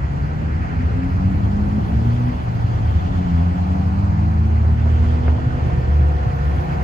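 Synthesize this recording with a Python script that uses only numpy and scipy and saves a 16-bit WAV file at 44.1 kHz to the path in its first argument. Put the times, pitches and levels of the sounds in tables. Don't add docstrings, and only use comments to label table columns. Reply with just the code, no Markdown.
import sys
import numpy as np
from scipy import signal
from scipy.io import wavfile
from scipy.ndimage import uniform_filter1d

SR = 44100
rng = np.random.default_rng(int(sys.argv[2]) if len(sys.argv) > 2 else 0)


def dump_mix(stems):
    frames = np.atleast_2d(stems).T
    limited = np.clip(frames, -1, 1)
    pcm = np.round(limited * 32767).astype(np.int16)
    wavfile.write(sys.argv[1], SR, pcm)


N = 301291

# pitch_hz, likeness (0-1), right_lead_rad, left_minus_right_db
ROAD_PORTS = [(60, .92, .22, -.3), (260, .78, .35, .4), (430, .05, -1, 1.2), (600, .62, -2.8, 1.3),
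              (870, .74, -3, -.1), (1350, .74, -3.25, -3.7), (1650, .5, -3.8, -2.5),
              (2100, .25, -5.7, -1.9), (2600, .4, -6.3, -1.7), (3400, .42, -8.1, -1.4),
              (4300, .28, -11.5, -.7), (5200, .2, -14, .8), (6000, .3, -17.7, -1.6), (7000, .3, -18.8, -1),
              (9000, .1, -20.4, 0)]
# pitch_hz, gain_db
SECOND_PIPE = [(80, -0.5), (200, 0), (225, -3), (250, -2.5), (290, -6), (328, -3.5), (340, -20), (400, -25)]
# multiple of the firing rate, gain_db
DRONE_ORDERS = [(1, 0.016), (2, 0.0027)]
# pitch_hz, gain_db
DRONE_PIPE = [(70, 1.3), (172, 0.05)]


def gain_of(db):
    return 10 ** (np.asarray(db) / 20)


def evened(x):
    return x / np.sqrt(np.mean(np.abs(x) ** 2) + 1e-20)


def read(points, hz, order=1):
    table = np.transpose(points)
    return np.interp(np.log(hz + 1), np.log(table[0] + 1), table[order])


def wander(count, seconds):
    size = max(int(seconds * SR), 2)
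    noise = rng.standard_normal(count + 2 * size)
    smooth = uniform_filter1d(uniform_filter1d(noise, size), size)
    return evened(smooth[size:-size])


def partial(turns, hz, level_db, ports):
    lead_rad, tilt_db = read(ports, hz, order=2), read(ports, hz, order=3)
    side = np.array([[0.], [1.]])
    amplitude = np.sqrt(2) * gain_of(level_db - side * tilt_db)
    return amplitude * np.sin(2 * np.pi * turns + side * lead_rad)


def engine(rows, orders, pipe, jitter, flutter_db, lift_s=np.inf):
    lift_takes_s, lift_db = .06, -24
    s, hz, *levels_db = np.transpose(rows)
    start = round(s[0] * SR)
    t = np.arange(start, min(round(s[-1] * SR), N)) / SR
    firing_hz = np.interp(t, s, hz) * (1 + jitter * wander(len(t), 0.05))
    turns = np.cumsum(firing_hz) / SR
    lifted = np.clip((t - lift_s) / lift_takes_s, 0, 1)
    tones = np.zeros((2, len(t)))
    for k, db in orders:
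        column = min(int(k), len(levels_db)) - 1
        order_db = db + np.interp(t, s, levels_db[column]) + read(pipe, k * firing_hz)
        order_db += lift_db * lifted * (k > 1)
        order_db += flutter_db * wander(len(t), 0.056)
        tones += partial(k * turns + rng.random(), k * firing_hz, order_db, ROAD_PORTS)
    out = np.zeros((2, N))
    out[:, start:start + len(t)] = tones * signal.windows.tukey(len(t), .02)
    return out


def first_car():
    # order_1_db, order_2_db, higher_orders_db
    revs = [(0.0, 65.5, -30, -25, -44), (0.15, 70.1, -28, -27, -38), (0.28, 73.6, -27, -25, -36),
            (0.42, 76, -26, -25, -35), (0.54, 78.6, -25, -35, -37), (0.63, 80.3, -30, -26, -36),
            (0.69, 81.5, -28, -42, -46), (0.76, 83, -28, -28, -33), (0.83, 84.3, -27, -31, -32),
            (0.9, 85.8, -27, -34, -50), (0.97, 87.3, -25, -28, -31), (1.07, 89.3, -25, -29, -32),
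            (1.13, 90.8, -26, -35, -43), (1.22, 93.3, -25, -23, -35), (1.3, 95.5, -24, -25, -36),
            (1.42, 98.5, -24, -25, -46), (1.48, 100, -23, -24, -38), (1.56, 102, -24, -23, -44),
            (1.64, 103, -25, -21, -39), (1.79, 105.4, -27, -22, -39), (1.83, 106.3, -32, -42, -44),
            (1.87, 107.8, -32, -42, -44), (1.92, 110.2, -27, -24, -40), (2.05, 116, -21, -27, -44),
            (2.2, 121, -19, -25, -44), (2.3, 122.3, -23, -25, -44), (2.36, 122, -38, -28, -44),
            (2.45, 119.5, -23, -28, -44), (2.7, 113.5, -24, -28, -44), (3.0, 100.9, -22, -28, -44)]
    orders = [(1, 0), (2, 0), (2.5, -18), (3, -1), (4, -9)]
    # pitch_hz, gain_db
    pipe = [(65, 0), (250, 0), (266, 5), (294, 5), (305, 0), (330, 0), (350, -18)]
    return engine(revs, orders, pipe, jitter=.002, flutter_db=1.4, lift_s=2.37)


def second_car():
    # lowest_order_db, upper_orders_db
    revs = [(2.95, 92.8, -46, -41), (3.06, 92.8, -22.5, -26), (3.2, 91.06, -27.5, -22.5),
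            (3.29, 88.3, -24, -23), (3.38, 83.34, -16.5, -19), (3.5, 89.93, -25, -23.5),
            (3.75, 93.53, -27, -22.5), (4.05, 100, -20, -23), (4.3, 105.9, -23.5, -26),
            (4.55, 110.9, -24.5, -27), (5.0, 117.8, -23.5, -26.5), (5.3, 123.2, -29.5, -27.5),
            (5.55, 126.4, -26.5, -27.5), (5.95, 119, -30.5, -31.5), (6.7, 81.1, -32, -29)]
    orders = [(1, 1), (2, -0.5), (2.5, -16), (3, -8), (4, -24.5)]
    return engine(revs, orders, SECOND_PIPE, jitter=.003, flutter_db=1.1, lift_s=5.58)


def droning_car():
    # lowest_order_db, second_order_db
    revs = [(0.0, 84.9, -32.5, -34.5), (0.35, 85.3, -33, -43), (1.4, 84.64, -29, -33),
            (2.3, 85.85, -31, -33.5), (2.5, 86.03, -36.5, -32.5), (3.1, 84.86, -25, -41),
            (3.4, 83.87, -24, -30), (3.7, 82.16, -21.5, -31), (4.2, 80.68, -21, -25.5),
            (4.4, 80.55, -15.5, -25), (4.5, 79.4, -16.5, -47), (4.72, 78.5, -15, -28.5),
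            (4.78, 78.7, -21.5, -36), (4.88, 78.6, -16.5, -39.5), (5.15, 78.53, -17, -33),
            (5.22, 78.2, -26, -34), (5.31, 76.44, -15, -39), (5.44, 75.7, -28.5, -36),
            (5.6, 75.3, -26.5, -42), (5.95, 73.9, -13, -31), (6.3, 71.46, -26, -28.5),
            (6.55, 71.92, -19, -29.5), (6.83, 70.87, -27, -37)]
    return engine(revs, DRONE_ORDERS, DRONE_PIPE, jitter=0.0034, flutter_db=1.5)


def idling_car():
    # start_s, firing_hz, level_db before order and pipe gains
    revs = [(0.0, 72.78, -30), (3.0, 72.72, -28.5)]
    return engine(revs, DRONE_ORDERS[:1], DRONE_PIPE, jitter=0.014, flutter_db=5.0)


def arriving_car():
    # start_s, firing_hz, level_db before order and pipe gains
    revs = [(6.3, 47.35, -32), (6.5, 50.86, -37), (6.7, 54.8, -28.5), (6.83, 55, -32)]
    orders = [(2.5, -0.5), (3, -1.3)]
    return engine(revs, orders, SECOND_PIPE, jitter=0.0041, flutter_db=0.5)


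def rails():
    # start_s, envelope_peak_db, pitch_hz
    thumps = [(0.596, -16.5, 155), (0.896, -11.5, 90), (0.969, -9, 88), (1.14, -14, 90.44),
              (1.958, -13, 109), (2.643, -8.5, 95.4), (2.745, -10, 102), (5.041, -10.5, 90.96),
              (5.279, -18, 93.8), (5.363, -10, 101.5), (5.463, -13.5, 121), (5.779, -10.5, 137),
              (5.996, -12, 126), (6.267, -11.5, 111.4), (6.331, -14, 136.4)]
    # low_db, middle_db, high_db
    clacks = [(4.634, -24, -30, -28), (4.647, -23, -24, -24), (4.688, -21, -29, -30),
              (4.856, -23, -25, -28), (5.025, -23, -30, -28), (5.041, -26, -28, -19),
              (5.255, -28, -26, -32), (5.279, -23, -18, -14), (5.316, -20, -26, -30),
              (5.352, -27, -24, -32), (5.382, -24, -24, -32), (5.697, -28, -22, -32)]
    # pitch_hz, width_hz, gain_db
    panel = [(230, 60, 1), (340, 90, -4), (660, 110, -1), (950, 180, -1), (1450, 280, -3), (1950, 350, 0),
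             (2600, 600, -4), (3200, 800, -14)]
    # pitch_hz, likeness (0-1), right_lead_rad, left_minus_right_db
    panel_ports = [(200, 1, .3, -1), (3000, 1, .8, -4)]
    length = 8000
    out, t = np.zeros((2, N + length)), np.arange(length) / SR
    for s, db, hz in thumps:
        start = round(s * SR)
        shape = (1 - np.exp(-t / 0.0048)) * np.exp(-t / 0.011)
        thump = gain_of(db) * shape / shape.max() * np.sin(2 * np.pi * hz * t)
        out[:, start:start + length] += thump
    for s, *blow_db in clacks:
        start = round(s * SR)
        rattle = gain_of(-25) * rng.standard_normal(length) * np.exp(-t / .016)
        rattle[0] = 1
        ring = np.zeros((2, length))
        for hz, width_hz, mode_db in panel:
            band = (hz > 500) + (hz > 1200)
            tone = partial(hz * t, hz, mode_db + blow_db[band], panel_ports)
            ring += tone * np.exp(-np.pi * width_hz * t)
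        ring *= (1 - np.exp(-t / .0011)) ** 2
        out[:, start:start + length] += signal.fftconvolve(ring, rattle[None], axes=1)[:, :length]
    return out[:, :N]


def shaped_noise(spectrum, level_db, patchy_db, flicker_db, size):
    hop = size // 4
    frames, hz = N // hop + 5, np.fft.rfftfreq(size, 1 / SR)
    a, b, c, d, patches = rng.standard_normal((frames, len(hz), 5)).T
    patches = uniform_filter1d(patches, size=12, axis=0)
    patches = evened(uniform_filter1d(patches, size=12, axis=1))
    flicker = evened(uniform_filter1d(rng.standard_normal(frames), size=3))
    likeness = np.clip(read(ROAD_PORTS, hz), 0, 1)[:, None]
    lead = np.exp(1j * read(ROAD_PORTS, hz, order=2))[:, None]
    left = a + 1j * b
    right = likeness * lead * left + np.sqrt(1 - likeness ** 2) * (c + 1j * d)
    tilt = gain_of(read(ROAD_PORTS, hz, order=3) / 2)[:, None]
    colour_db = read(spectrum, hz)[:, None] + patchy_db * patches + flicker_db * flicker
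    spectra = np.array([left * tilt, right / tilt]) * gain_of(colour_db)
    noise = signal.istft(spectra, nperseg=size, noverlap=size - hop)[1][:, :N]
    return evened(noise) * gain_of(level_db)


def swell_db(order):
    # bass_db, tyre_roar_db, tread_hiss_db, grit_db, fizz_db, faint_hiss_db
    swells = [(.7, 0.5, 2.5, -1, 3.5, 0, 1.5, 1.5), (1.6, 0.5, 5, 1, 0.5, 1.5, 2, 3.5),
              (2.2, 0.34, 1, 1, 0.5, 5, 2.5, 6), (3.05, 0.56, 3.5, 2, 1.5, 7.5, 3.5, 4),
              (3.899, 0.51, 0.5, 3.5, 0, -1, 2, 2.5), (5.02, 0.17, 0, 0, 1, 2, 2.5, 3),
              (5.15, 0.46, 2.5, 2, 0.5, 5.5, 2, 0.5), (5.7, 0.18, 2.5, 1, 2, 2, 1.5, 2.5),
              (6.9, 0.95, 3, 4, 4, 5.5, 4, 7.5)]
    t = np.arange(N) / SR
    return sum(row[order] * np.exp(-((t - row[0]) / row[1]) ** 2) for row in swells)


def road_noise():
    rumble = [(20, -34), (28, -21.5), (40, -6), (55, 14), (75, 1.5), (110, 2), (160, -2), (250, -11),
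              (330, -18.5), (500, -81.5)]
    boom = [(200, 2.5), (300, 7), (400, 8), (520, 4), (620, 7.5), (900, -56.5)]
    roar = [(400, -23.5), (560, -8), (720, 6), (820, 3), (1000, 0), (1200, -6), (1500, -12.5),
            (2000, -62.5)]
    hiss = [(900, -35), (1200, -1.5), (1450, -1), (2000, -6.5), (2500, -10.5), (3000, -17), (3800, -34.5),
            (5000, -65)]
    grit = [(2000, -27), (2600, 2), (3100, 5.5), (3600, 4.5), (4300, -37.5)]
    fizz = [(3400, -9.5), (4000, 1), (4900, -1), (5700, -5.5), (6400, -6), (8000, -12.5), (8600, -45)]
    faint_hiss = [(9300, -35.5), (10000, -1.5), (12200, -1), (13000, -20), (14500, -5.5), (15700, -8)]
    bass_db = swell_db(order=2)
    road = shaped_noise(rumble, -25.0 + bass_db, patchy_db=0.5, flicker_db=1.24, size=2048)
    road += shaped_noise(boom, -38.0 + 0.7 * bass_db, patchy_db=1.5, flicker_db=0.1, size=1024)
    road += shaped_noise(roar, -35.5 + swell_db(order=3), patchy_db=1.0, flicker_db=1.0, size=1024)
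    road += shaped_noise(hiss, -42 + swell_db(order=4), patchy_db=1.3, flicker_db=0.1, size=512)
    road += shaped_noise(grit, -58.5 + swell_db(order=5), patchy_db=2.0, flicker_db=0.5, size=512)
    road += shaped_noise(fizz, -56.5 + swell_db(order=6), patchy_db=1.34, flicker_db=0.24, size=512)
    road += shaped_noise(faint_hiss, -70.5 + swell_db(order=7), patchy_db=3.0, flicker_db=0.3, size=512)
    return road


def train_horn():
    # (harmonic number, relative_db)
    bells = [(308.7, [(1, -47), (2, -53)]), (362.1, [(1, -43.5), (2, -43.5), (3, -51), (4, -55), (5, -57)]),
             (469.2, [(1, -42), (2, -53)]), (506.5, [(1, -46.5)]), (516, [(1, -49)])]
    # best_s, fall away from it (dB per s squared)
    carry = [(5.6, -3), (6.5, -2), (5.6, -4), (6.15, -4), (5.8, -.5)]
    # pitch_hz, likeness (0-1), right_lead_rad, left_minus_right_db
    horn_ports = [(300, 1, .7, -2), (470, 1, 1.3, -1), (720, 1, 1.9, -3), (1000, 1, 3, -2),
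                  (1450, 1, 2.8, -6), (1810, 1, .7, -5)]
    horn_s, rise_s = 4.8, .1
    start = round(horn_s * SR)
    t, out = np.arange(start, N) / SR, np.zeros((2, N))
    for (hz, harmonics), (best_s, fall_db) in zip(bells, carry):
        for k, db in harmonics:
            phase = .06 * np.sqrt(k) * wander(len(t), .07) + rng.random()
            level_db = db + 1.5 + fall_db * (t - best_s) ** 2
            level_db += 2.0 * wander(len(t), .1)
            level_db -= 7 * np.maximum(wander(len(t), .045) - .8, 0)
            out[:, start:] += partial(k * hz * t + phase, k * hz, level_db, horn_ports)
    out[:, start:] *= np.minimum((t - horn_s) / rise_s, 1) ** 2
    return out


def scene():
    # start_s, left_minus_right_db
    balance = [(0, 0.4), (3.899, 0.44), (5.301, -0.7), (6.83, 1)]
    cars = first_car() + second_car() + droning_car() + idling_car() + arriving_car()
    balance_db = np.interp(np.arange(N) / SR, *np.transpose(balance))
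    side_db = balance_db * np.array([[.5], [-.5]])
    return (cars + road_noise()) * gain_of(side_db) + rails() + train_horn()


def record(dry):
    edge_hz = 15750
    bass_cut = signal.butter(2, 36., "high", fs=SR, output="sos")
    thin = signal.sosfiltfilt(bass_cut, dry)
    taps = signal.firwin(511, edge_hz, window=("kaiser", 9), fs=SR)
    half = len(taps) // 2
    padded = np.pad(thin, ((0, 0), (half, half)), "reflect")
    return signal.oaconvolve(padded, taps[None], "valid")


dry = scene()
out = record(dry)
dump_mix(out)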